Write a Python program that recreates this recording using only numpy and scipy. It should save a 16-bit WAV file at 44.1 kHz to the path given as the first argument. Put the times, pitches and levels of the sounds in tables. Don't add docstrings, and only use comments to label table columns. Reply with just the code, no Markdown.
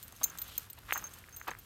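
import sys
import numpy as np
from scipy import signal
from scipy.fft import rfft, irfft
from scipy.io import wavfile

SR = 44100
rng = np.random.default_rng(int(sys.argv[2]) if len(sys.argv) > 2 else 0)


def master(y):
    cut = np.clip(np.atleast_2d(y).T, -1, 1)
    pcm = np.round(cut * 32767)
    wavfile.write(sys.argv[1], SR, pcm.astype(np.int16))


N = 72765


def amp(db):
    return 10 ** (np.asarray(db) / 20)


def noise():
    return rng.standard_normal(N)


def colour(x, points):
    hz, db = np.array(points, float).T
    log_hz = np.log(np.maximum(np.fft.rfftfreq(N, 1 / SR), 1))
    below = np.maximum(np.log(hz[0]) - log_hz, 0)
    above = np.maximum(log_hz - np.log(hz[-1]), 0)
    gain_db = np.interp(log_hz, np.log(hz), db) - 77 * (below + above)
    y = irfft(rfft(x) * amp(gain_db), N)
    return y / y.std()


def band(x, hz, width):
    edge = np.sqrt(1 + width ** 2 / 4) + width / 2
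    edges_hz = [hz / edge, min(hz * edge, 0.45 * SR)]
    y = signal.sosfilt(signal.butter(2, edges_hz, "band", fs=SR, output="sos"), x)
    return y / y.std()


def grains(per_s, spread_db):
    hits = rng.random(N) < per_s / SR
    signs = rng.choice([-1, 1], N)
    sizes = amp(spread_db * np.minimum(rng.exponential(size=N), 4))
    return hits * signs * sizes


def fade(age, tau_s):
    return (age >= 0) * np.exp(-np.maximum(age, 0) / tau_s)


def curve(t, points):
    return amp(np.interp(t, *np.array(points).T))


# (frequency [Hz], relative level [dB])
RUMBLE_COLOUR = [(20, -58), (32, -7), (48, 0.5), (70, -1), (105, 1), (150, -14), (250, -18.5), (500, -22.5)]
# (frequency [Hz], relative level [dB])
AIR_COLOUR = [(88, -9), (150, 8.5), (759, 1.5), (1240, -20.5), (4950, -6), (9260, -34), (10200, -67.5),
              (13400, -26.5), (16000, -11)]
RUMBLE_DB, AIR_DB = -59.5, -72


def outdoors():
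    rumble = amp(RUMBLE_DB) * colour(noise(), RUMBLE_COLOUR)
    air = amp(AIR_DB) * colour(noise(), AIR_COLOUR)
    return rumble + air


# (time [s], level [dB])
SETTLE = [(0, -62), (.19, -64.5), (.25, -56.5), (.38, -57), (.62, -60), (.72, -67), (.78, -64), (.85, -62),
          (.99, -52), (1.05, -53), (1.12, -60.5), (1.29, -63), (1.45, -62), (1.53, -59.5), (1.58, -61),
          (1.65, -68)]
# (frequency [Hz], relative level [dB])
SETTLE_COLOUR = [(150, 5), (400, -2), (800, -2.5), (1400, 0.5), (2200, -6), (3500, -12), (8000, -49)]
STONES_MIX_DB, PEBBLES_MIX_DB = -2.0, -3.5
# (time [s], level [dB])
GRIT = [(0, -57.5), (.11, -63), (.2, -58), (.33, -59), (.43, -59), (.52, -54), (.62, -54), (.69, -64),
        (.84, -64), (.94, -53), (1.08, -60), (1.15, -57), (1.24, -63), (1.42, -65.5), (1.49, -58.5),
        (1.56, -65), (1.65, -62)]
# (frequency [Hz], relative level [dB])
GRIT_COLOUR = [(880, -48), (1500, -36), (1850, -16), (1960, -10.5), (2610, -2), (3120, -2), (5020, -5.5),
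               (8740, -5.5), (10300, -8), (12500, -0.5), (16000, -17.5)]
SCUFF_PEAK_S, SCUFF_HALF_LENGTH_S, SCUFF_HZ, SCUFF_DB = 0.516, 0.07, 3440, -56


def gravel(t):
    stones = colour(grains(2500, spread_db=2.0), SETTLE_COLOUR)
    pebbles = band(grains(380, spread_db=2.5), 1410, 0.69)
    settle = curve(t, SETTLE) * (amp(STONES_MIX_DB) * stones + amp(PEBBLES_MIX_DB) * pebbles)
    grit = curve(t, GRIT) * colour(grains(7000, spread_db=4.0), GRIT_COLOUR)
    swell = np.exp(-((t - SCUFF_PEAK_S) / SCUFF_HALF_LENGTH_S) ** 2)
    scuff = amp(SCUFF_DB) * swell * band(noise(), SCUFF_HZ, 0.43)
    return settle + grit + scuff


STRIKE_SPREAD_DB = 2


def ring(age, modes):
    out = np.zeros(N)
    for hz, db, t60_s in modes:
        strike_db = 0
        if db < 0:
            strike_db = STRIKE_SPREAD_DB * np.clip(rng.standard_normal(), -1, 1)
        tone = np.sin(2 * np.pi * (hz * age + rng.random()))
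        out += amp(db + strike_db) * tone * fade(age, t60_s / np.log(1000))
    return out


# (frequency [Hz], level before strike spread [dB], 60 dB decay time [s])
BIG_TAG = [(6377, 0, .16), (6410, -12, .04), (15290, -6, .04)]
MIDDLE_TAG = [(7101, 0, .17), (12170, -10, .1), (15604, -6, .1)]
SMALL_TAG = [(13730, 0, .11), (13660, -8, .05), (12750, -13, .03), (4080, -17, .03)]
# (time [s], contact level [dB], big tag level [dB], middle tag level [dB],
#          small tag level [dB], time until the tags touch and damp [s])
CLINKS = [(.028, -38.5, -62, -53, -48, 0.0092), (.035, -46, -75, -70, -45, 0.062),
          (.080, -41, -57.5, -71, -58, 0.0069), (.1236, -44, -55, -70, -74, 0.007),
          (0.1628, -45, -54, -70, -70, .01), (.2327, -30, -28, -36, -49, 0.0046),
          (0.2398, -23, -20, -31, -27, 0.0054), (.2455, -30.5, -43, -41, -35, 0.096),
          (0.2992, -48, -40.5, -64, -66, 0.0054), (0.3747, -38.5, -56, -66, -62, 0.0041),
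          (0.3862, -35, -40, -47, -50, 0.0028), (0.389, -49, -61, -63, -37.5, .05),
          (0.417, -37, -58, -53, -33, 0.0078), (0.4195, -33.5, -57, -60, -38.5, 0.017),
          (.441, -45, -56, -65, -55, 0.027), (0.4797, -47, -56, -64, -49, 0.016),
          (.5788, -29.5, -37.5, -42.5, -26.5, 0.0052), (.590, -67, -78, -77, -48, .04),
          (0.7, -41, -58, -63, -39.5, 0.011), (0.7311, -38.5, -64, -74, -65, 0.0032),
          (.7871, -46, -68, -63, -54, 0.004), (0.9271, -33.5, -40, -48, -33, 0.0088),
          (.936, -29.5, -35, -45, -39, 0.046), (.9765, -48, -41, -43, -33, 0.0045),
          (.982, -44, -42, -51, -61, 0.012), (1.0131, -58, -57, -64, -50, 0.03),
          (1.0412, -43.5, -36.5, -64, -55, 0.019), (1.067, -57, -42.5, -56, -66, .012),
          (1.11, -61, -56, -70, -72, 0.025), (1.1371, -39, -58, -66, -55, 0.017),
          (1.1862, -44, -57.5, -68, -55, 0.0066), (1.292, -48.5, -61, -70, -70, 0.0046),
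          (1.3264, -56, -48.5, -70, -69, 0.032), (1.345, -68, -47, -68, -72, 0.0067),
          (1.364, -39, -64, -68, -53, 0.007), (1.3679, -46, -53, -59, -40, 0.022),
          (1.398, -46.5, -53, -60, -55, 0.021), (1.426, -62, -54, -60, -59, 0.016),
          (1.4782, -38, -53, -57, -45, 0.0058), (1.507, -42, -45, -64, -64, 0.0072),
          (1.5876, -44, -60, -68, -47, 0.015)]
# (frequency [Hz], relative level [dB])
CONTACT_COLOUR = [(1500, -3), (3000, -4.5), (4000, 4.5), (5200, -7), (6600, -6.5), (8200, 7.5),
                  (10500, -2.5), (12700, 9), (14500, -14), (15400, -7.5), (16500, 5)]
CONTACT_TAU_S, BOUNCE_DELAY_S, BOUNCE_DB, DAMPED_TAU_S = 0.0013, 0.0024, -8.5, 0.0023


def tags(t):
    out = np.zeros(N)
    scrape = colour(noise(), CONTACT_COLOUR)
    for start, contact_db, big_db, middle_db, small_db, free_s in CLINKS:
        age = t - start
        bounce = amp(BOUNCE_DB) * fade(age - BOUNCE_DELAY_S, CONTACT_TAU_S)
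        contact = fade(age, CONTACT_TAU_S) + bounce
        damping = np.exp(-np.maximum(age - free_s, 0) / DAMPED_TAU_S)
        rings = amp(big_db) * ring(age, BIG_TAG)
        rings += amp(middle_db) * ring(age, MIDDLE_TAG)
        rings += amp(small_db) * ring(age, SMALL_TAG)
        out += amp(contact_db) * contact * scrape + damping * rings
    return out


# (time [s], peak level before high-pass [dB], pitch [Hz], half length [cycles])
KNOCKS = [(0.128, -45, 880, .7), (0.2601, -38, 1180, 0.67), (0.305, -46, 1370, 1.5),
          (0.354, -38.5, 1300, 0.59), (0.9088, -19.5, 2170, 0.58), (0.924, -11, 1814, 0.45),
          (.9583, -24, 1240, 0.73), (.9648, -23.5, 1420, .8), (.9768, -52, 1600, 0.73),
          (1.040, -37, 1280, 1.15), (1.241, -41.5, 1870, 1.04), (1.287, -40, 1570, 0.6),
          (1.4146, -29, 1690, 0.67), (1.4717, -35, 1240, 0.84), (1.4836, -25.5, 1060, 0.74),
          (1.4885, -30, 1310, 0.2), (1.4919, -30, 1140, 0.51), (1.515, -27, 1740, 0.83),
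          (1.536, -36, 1720, 0.89), (1.551, -34.5, 1590, .6)]
RATTLE_REL_DB, RATTLE_TAU_S, KNOCK_HIGHPASS_HZ = -23.5, 0.0029, 420


def knocks(t):
    out = np.zeros(N)
    for start, db, hz, half_cycles in KNOCKS:
        cycles = (t - start) * hz
        knock = np.cos(2 * np.pi * cycles) * np.exp(-(cycles / half_cycles) ** 2)
        rattle = band(noise(), hz, 0.94) * fade(t - start, RATTLE_TAU_S)
        out += amp(db) * (knock + amp(RATTLE_REL_DB) * rattle)
    return signal.sosfilt(signal.butter(2, KNOCK_HIGHPASS_HZ, "high", fs=SR, output="sos"), out)


# (time [s], time until release [s], crunch level [dB],
#     crunch centre [Hz], fine grit re crunch [dB], thud re crunch [dB])
STEPS = [(0.209, 0.013, -44.5, 990, -7.5, -6.5), (0.771, 0.017, -58.5, 990, 1, -14),
         (0.882, 0.025, -45, 1480, -17, -20), (0.946, 0.031, -44, 1190, -24, -20),
         (1.471, 0.023, -38.5, 1190, -9.5, -9), (1.509, 0.0077, -43, 1100, -12, -6.5)]
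CRUNCH_ATTACK_S, CRUNCH_RELEASE_TAU_S, CRUNCH_GRAINS_PER_S, CRUNCH_REL_WIDTH = 0.0072, 0.0067, 2600, 0.89
THUD_HZ = 340


def steps(t):
    out = np.zeros(N)
    for start, length_s, db, hz, grit_db, thud_db in STEPS:
        age = t - start
        release = np.exp(-np.maximum(age - length_s, 0) / CRUNCH_RELEASE_TAU_S)
        press = np.clip(age / CRUNCH_ATTACK_S, 0, 1) * release
        stones = grains(CRUNCH_GRAINS_PER_S, spread_db=1.5)
        crunch = band(stones, hz, CRUNCH_REL_WIDTH)
        fine_grit = amp(grit_db) * band(stones, 2140, 0.82)
        thud = amp(thud_db) * band(noise(), THUD_HZ, 1.3)
        out += amp(db) * press * (crunch + fine_grit + thud)
    return out


def scene():
    t = np.arange(N) / SR
    return (steps(t) + knocks(t) + tags(t) + gravel(t) + outdoors())[None]


TOP_HZ = 15900


def record(dry):
    return signal.sosfilt(signal.ellip(8, 0.2, 70, TOP_HZ, fs=SR, output="sos"), dry)


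dry = scene()
out = record(dry)
master(out)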